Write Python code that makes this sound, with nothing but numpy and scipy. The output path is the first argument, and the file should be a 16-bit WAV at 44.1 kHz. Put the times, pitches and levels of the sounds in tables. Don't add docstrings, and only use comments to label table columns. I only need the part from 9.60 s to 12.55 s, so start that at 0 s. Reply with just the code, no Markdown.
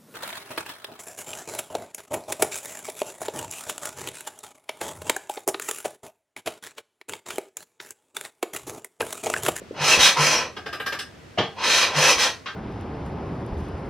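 import sys
import numpy as np
from scipy import signal
from scipy.fft import rfft, irfft
from scipy.io import wavfile
from scipy.ndimage import uniform_filter1d

SR = 44100
rng = np.random.default_rng(int(sys.argv[2]) if len(sys.argv) > 2 else 0)


def store_pcm(level_fs):
    pcm = np.round(np.clip(level_fs, -1, 1) * 32767).astype(np.int16)
    wavfile.write(sys.argv[1], SR, np.atleast_2d(pcm).T)


N = 130095

# frequency in Hz, level in dB.
AIR_TONE = [(25, -25), (50, -14), (80, 0), (110, -3), (200, -6), (450, -8.5), (900, -17.5), (1700, -17.5),
            (3000, -22), (6000, -29.5), (10000, -39), (16000, -49)]
KNOCK_TONE = [(40, -40), (110, -5), (400, -3), (1500, -2.5), (2500, -4.5), (3200, -4.5), (3800, -8),
              (6000, -19.5), (8000, -41), (15000, -66)]
CLICK_TONE = [(60, -22), (250, -4), (600, 2), (900, -4), (1400, -3.5), (2100, -4), (3200, -1.5), (4400, -9),
              (5400, -6), (6400, -18), (10800, -26), (12300, -20), (15500, -39)]
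SCRAPE_TONE = [(40, -21), (100, -14.5), (220, -9), (380, -5), (550, 1), (1000, -0.5), (1600, -2), (2700, 1),
               (4600, -1.5), (6200, -6), (7200, -15), (10000, -21), (16000, -38.5)]
# frequency in Hz, level of the left-right difference in dB.
AIR_WIDTH = [(40, -25), (110, -13.5), (220, -3.5), (500, -4.5), (1000, -0.5), (3000, -5.5), (14000, 1)]
ROOM_WIDTH = [(60, -31), (300, -25), (700, -13.5), (1100, -22.5), (2400, -12.5), (4400, -9), (8000, -0.5),
              (15000, 8.5)]
# pitch in Hz, width in Hz, boost in dB (below 0, a dip).
GEAR_NOTES = [(467, 46, 7), (880, 200, -2.5), (1125, 84, 7.5), (1590, 25, 14), (3230, 140, 4.5)]
WHEEL_NOTES = [(443, 46, 8), (1195, 220, 16), (1617, 88, 21.6), (1800, 130, 12), (2660, 150, 6.3),
               (4900, 230, 7.2)]
CASTING_NOTES = [(489, 44, 3.5), (718, 34, -5.5), (1011, 152, 6), (1326, 66, 7), (1567, 31, 9.5),
                 (1780, 100, 3.5), (1952, 200, 4), (2136, 100, -5), (2476, 260, 5), (3294, 184, 5.5),
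                 (3510, 164, -9.5), (3760, 44, 6.5), (4150, 44, 5), (4700, 204, -8.5), (5035, 110, 6),
                 (6040, 270, 5)]
# start in seconds, pitch in Hz, length in seconds, level in dB.
DULL_BUMPS = [(0.017, 420, 0.0043, -44), (0.109, 417, 0.0055, -37), (0.366, 74.6, 0.046, -38.5),
              (0.376, 256, 0.0034, -31), (0.569, 1003, 0.0062, -27), (1.7751, 684, 0.0098, -26.5),
              (1.788, 112, 0.016, -48), (1.798, 460, 0.012, -31), (2.56, 69, .025, -46)]
# start in seconds, swell length in seconds, level in dB.
LOAD_HUMS = [(.184, 0.079, -31), (.572, 0.077, -24.5), (2.347, 0.077, -25.5)]
# start in seconds, level in dB, fade time in seconds, bass boost in dB,
# ringing pitch in Hz, its boost in dB.
METAL_KNOCKS = [(1.775, -34, 0.044, 4, 1990, 10), (1.783, -18.5, 0.046, 6.5, 2940, 9.5),
                (1.826, -30.5, 0.067, 10.5, 3160, 8), (2.859, -29, 0.12, -10, 1240, 4)]
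# start in seconds, level in dB, bass and treble boosts in dB,
# a frequency in Hz, its boost in dB, how fully the wheel rings from 0 to 1.
TOOTH_CLICKS = [(0.966, -33, 3, -7, 12300, -11, 0.37), (1.060, -30.5, 1.5, -7, 12240, -2, 0.76),
                (1.128, -29.5, 2.5, 4, 2850, 6.5, 0.7), (1.199, -28.5, -3, -2, 5540, -21, 0.82),
                (1.262, -25, -4, -0.5, 12500, 5, 0.94), (1.323, -28, 2.5, -0.5, 1600, 1.5, .7),
                (1.389, -30, -9.5, -1.5, 8800, 11, 0.72)]
# start and length in seconds, first and last pitch in Hz, level in dB,
# roughness from 0 to 1.
DRY_SQUEALS = [(0.284, 0.1, 2755, 2563, -17.5, .7), (0.393, 0.075, 3820, 3740, -20, .75),
               (0.559, 0.064, 960, 1107, -23.5, 0.95), (0.645, 0.033, 5860, 5970, -31, 0.4),
               (0.707, 0.045, 5790, 5800, -26.5, 0.9), (0.749, 0.048, 5680, 5504, -25.5, 0.4),
               (1.961, 0.13, 935, 1059, -31.5, 0.8), (2.225, 0.029, 2500, 2315, -22, 1),
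               (2.352, 0.22, 519, 503.6, -28.5, 0.55), (2.403, 0.13, 2601, 2538, -23, 0.7),
               (2.409, 0.099, 5820, 6000, -29, .95)]
# start, rise, hold and fall in seconds, level in dB,
# bass and treble boosts in dB, a frequency in Hz, its boost in dB.
SCRAPE_STROKES = [(0.13, 0.19, 0.0066, 0.062, -16.5, 1.5, 10, 2800, 2.5),
                  (0.353, 0.067, 0.021, 0.1, -13.5, -3, 9.5, 3570, 5.5),
                  (0.528, 0.092, 0.042, 0.24, -18.5, 0.5, 5, 3650, -7.5),
                  (1.939, .19, 0.046, 0.16, -17.5, -2.5, 5, 4040, 3.5),
                  (2.283, 0.14, 0.065, 0.086, -17, 0, 6.5, 4032, -1.5),
                  (2.561, 0.034, 0.028, 0.091, -16, -1, 5, 3570, 1.5)]

EARLY_ECHO_S = 0.03
FADE = np.log(1000)
TIME = np.arange(N) / SR


def gain(db):
    return 10 ** (np.asarray(db) / 20)


def unit(x):
    return x / np.sqrt(np.mean(x ** 2))


def quickest_filter(log_gain):
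    cepstrum = irfft(log_gain)
    half = len(cepstrum) // 2
    cepstrum[1:half] *= 2
    cepstrum[half + 1:] = 0
    return irfft(np.exp(rfft(cepstrum)))


def shape(x, tone, notes=(), size=4096):
    freqs = np.arange(size // 2 + 1) * SR / size
    hz, db = np.array(tone, float).T
    db = np.interp(np.log(freqs + 1), np.log(hz), db)
    for centre, width, boost in notes:
        db = db + boost / (1 + (2 * (freqs - centre) / width) ** 2)
    return signal.fftconvolve(x, quickest_filter(db * np.log(10) / 20))[:N]


def lows(x, hz):
    return signal.sosfiltfilt(signal.butter(2, hz, fs=SR, output="sos"), x)


def wobble(hz):
    return unit(lows(rng.standard_normal(N), hz))


def hit_level(x, db):
    return x * gain(db) * np.sqrt(EARLY_ECHO_S * SR / np.sum(x ** 2))


def contact(start, fade_s, rise_s=0.0033, snap=0.27):
    age = TIME - start
    chatter = rng.standard_normal(N) * np.clip(age / rise_s, 0, 1) * np.exp(-FADE * np.abs(age) / fade_s)
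    chatter /= np.sqrt(np.sum(chatter ** 2))
    chatter[int(start * SR)] += snap
    return chatter


def stereo(middle, side, width):
    return middle + shape(side, width) * np.array([[1], [-1]])


def air():
    middle, side = (gain(-47.5) * unit(shape(rng.standard_normal(N), AIR_TONE)) for _ in range(2))
    return stereo(middle, side, AIR_WIDTH)


def wall_echoes(x, fade_s, direct_db=-8.5, tail_db=-2, even_hz=45, size=32768):
    t = np.arange(size) / SR
    echoes = rng.standard_normal(size)
    echoes *= np.where(t < EARLY_ECHO_S, gain(3.03 * rng.standard_normal(size)), gain(tail_db))
    echoes *= np.exp(-FADE * t / fade_s)
    echoes /= np.sqrt(np.sum(echoes ** 2))
    echoes[0] += gain(direct_db)
    power = uniform_filter1d(np.abs(rfft(echoes)) ** 2, int(even_hz * size / SR))
    echoes = signal.fftconvolve(echoes, quickest_filter(-np.log(power) / 2))[:size]
    return signal.fftconvolve(x, echoes)[:N]


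def in_room(x, wide_db, fade_s):
    return stereo(wall_echoes(x, fade_s), gain(wide_db) * wall_echoes(x, fade_s), ROOM_WIDTH)


def split(x, direct_db):
    direct = gain(direct_db)
    return direct * x, np.sqrt(1 - direct ** 2) * x


def bumps():
    out = 0
    for start, hz, length, db in DULL_BUMPS:
        age = np.clip(TIME - start, 0, length)
        out += hit_level(np.sin(np.pi * age / length) * np.sin(2 * np.pi * hz * age), db)
    return out


def hums(hz=148.9, tail_db=-4.5, fade_s=0.48):
    out = 0
    for start, length, db in LOAD_HUMS:
        age = np.maximum(TIME - start, 0)
        progress = np.minimum(age / length, 1)
        swell = np.sin(np.pi * progress) ** 2
        tail = gain(tail_db) * progress * np.exp(-FADE * np.maximum(age - length / 2, 0) / fade_s)
        out += gain(db) * np.sqrt(2) * np.hypot(swell, tail) * np.sin(2 * np.pi * hz * age)
    return out


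def knocks(ring_width_hz=340):
    out = 0
    for start, db, fade_s, bass_db, ring_hz, ring_db in METAL_KNOCKS:
        notes = [*GEAR_NOTES, (ring_hz, ring_width_hz, ring_db)]
        knock = shape(contact(start, fade_s), KNOCK_TONE, notes)
        out += hit_level(knock + (gain(bass_db) - 1) * lows(knock, hz=825), db)
    return out


def ratchet(boost_width_hz=1800):
    out = 0
    for start, db, bass_db, treble_db, boost_hz, boost_db, ring in TOOTH_CLICKS:
        notes = [(hz, width, ring * boost) for hz, width, boost in WHEEL_NOTES]
        notes.append((boost_hz, boost_width_hz, boost_db))
        click = shape(contact(start, fade_s=0.067), CLICK_TONE, notes)
        bass, treble = lows(click, hz=1520), click - lows(click, hz=5560)
        out += hit_level(click + (gain(bass_db) - 1) * bass + (gain(treble_db) - 1) * treble, db)
    return out


def squeals():
    out = 0
    flutter = (wobble(hz=93) + 1j * wobble(hz=93)) / np.sqrt(2)
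    for start, length, first_hz, last_hz, db, rough in DRY_SQUEALS:
        progress = np.clip((TIME - start) / length, 0, 1)
        hz = first_hz + (last_hz - first_hz) * progress
        pure = np.exp(2j * np.pi * np.cumsum(hz) / SR)
        note = np.sin(np.pi * progress) * np.real((1 - rough + rough * flutter) * pure)
        out += gain(db) * note * np.sqrt(length * SR / 2 / np.sum(note ** 2))
    return out


def scraping(snags_per_s=7000, spread_db=4.5, judder_db=2, boost_width_hz=640):
    snags = (rng.random(N) < snags_per_s / SR) * rng.choice([-1, 1], N)
    snags = snags * gain(spread_db * np.minimum(rng.standard_normal(N), 2.6))
    snags *= gain(judder_db * wobble(hz=116))
    out = 0
    for start, rise, hold, fall, db, bass_db, treble_db, boost_hz, boost_db in SCRAPE_STROKES:
        rasp = unit(shape(snags, SCRAPE_TONE, [*CASTING_NOTES, (boost_hz, boost_width_hz, boost_db)]))
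        bass, treble = lows(rasp, hz=1030), rasp - lows(rasp, hz=6120)
        middle = rasp - bass - treble
        end = start + rise + hold + fall
        ramp = np.clip(np.minimum((TIME - start) / rise, (end - TIME) / fall), 0, 1)
        speed = np.sin(np.pi / 2 * ramp) ** 2
        bass = gain(bass_db) * bass * speed ** 0.45
        treble = gain(treble_db) * treble * speed ** 2.14
        out += gain(db) * (bass + middle * speed + treble)
    return out


def scene():
    background = air()
    bump_direct, bump_room = split(bumps(), direct_db=-6)
    squeal_direct, squeal_room = split(squeals(), direct_db=-1.5)
    slightly_left = gain([[0.1], [-0.1]])
    hits = slightly_left * (bump_direct + in_room(bump_room + knocks(), wide_db=2, fade_s=0.26))
    strokes = squeal_direct + in_room(scraping() + squeal_room, wide_db=-1.5, fade_s=0.24)
    clicks = in_room(ratchet(), wide_db=2, fade_s=0.2)
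    return background + hums() + hits + clicks + strokes


def record(dry, top_hz=15700):
    return signal.sosfilt(signal.ellip(8, .2, 70, top_hz, fs=SR, output="sos"), np.clip(dry, -1, 1))


dry = scene()
out = record(dry)
store_pcm(out)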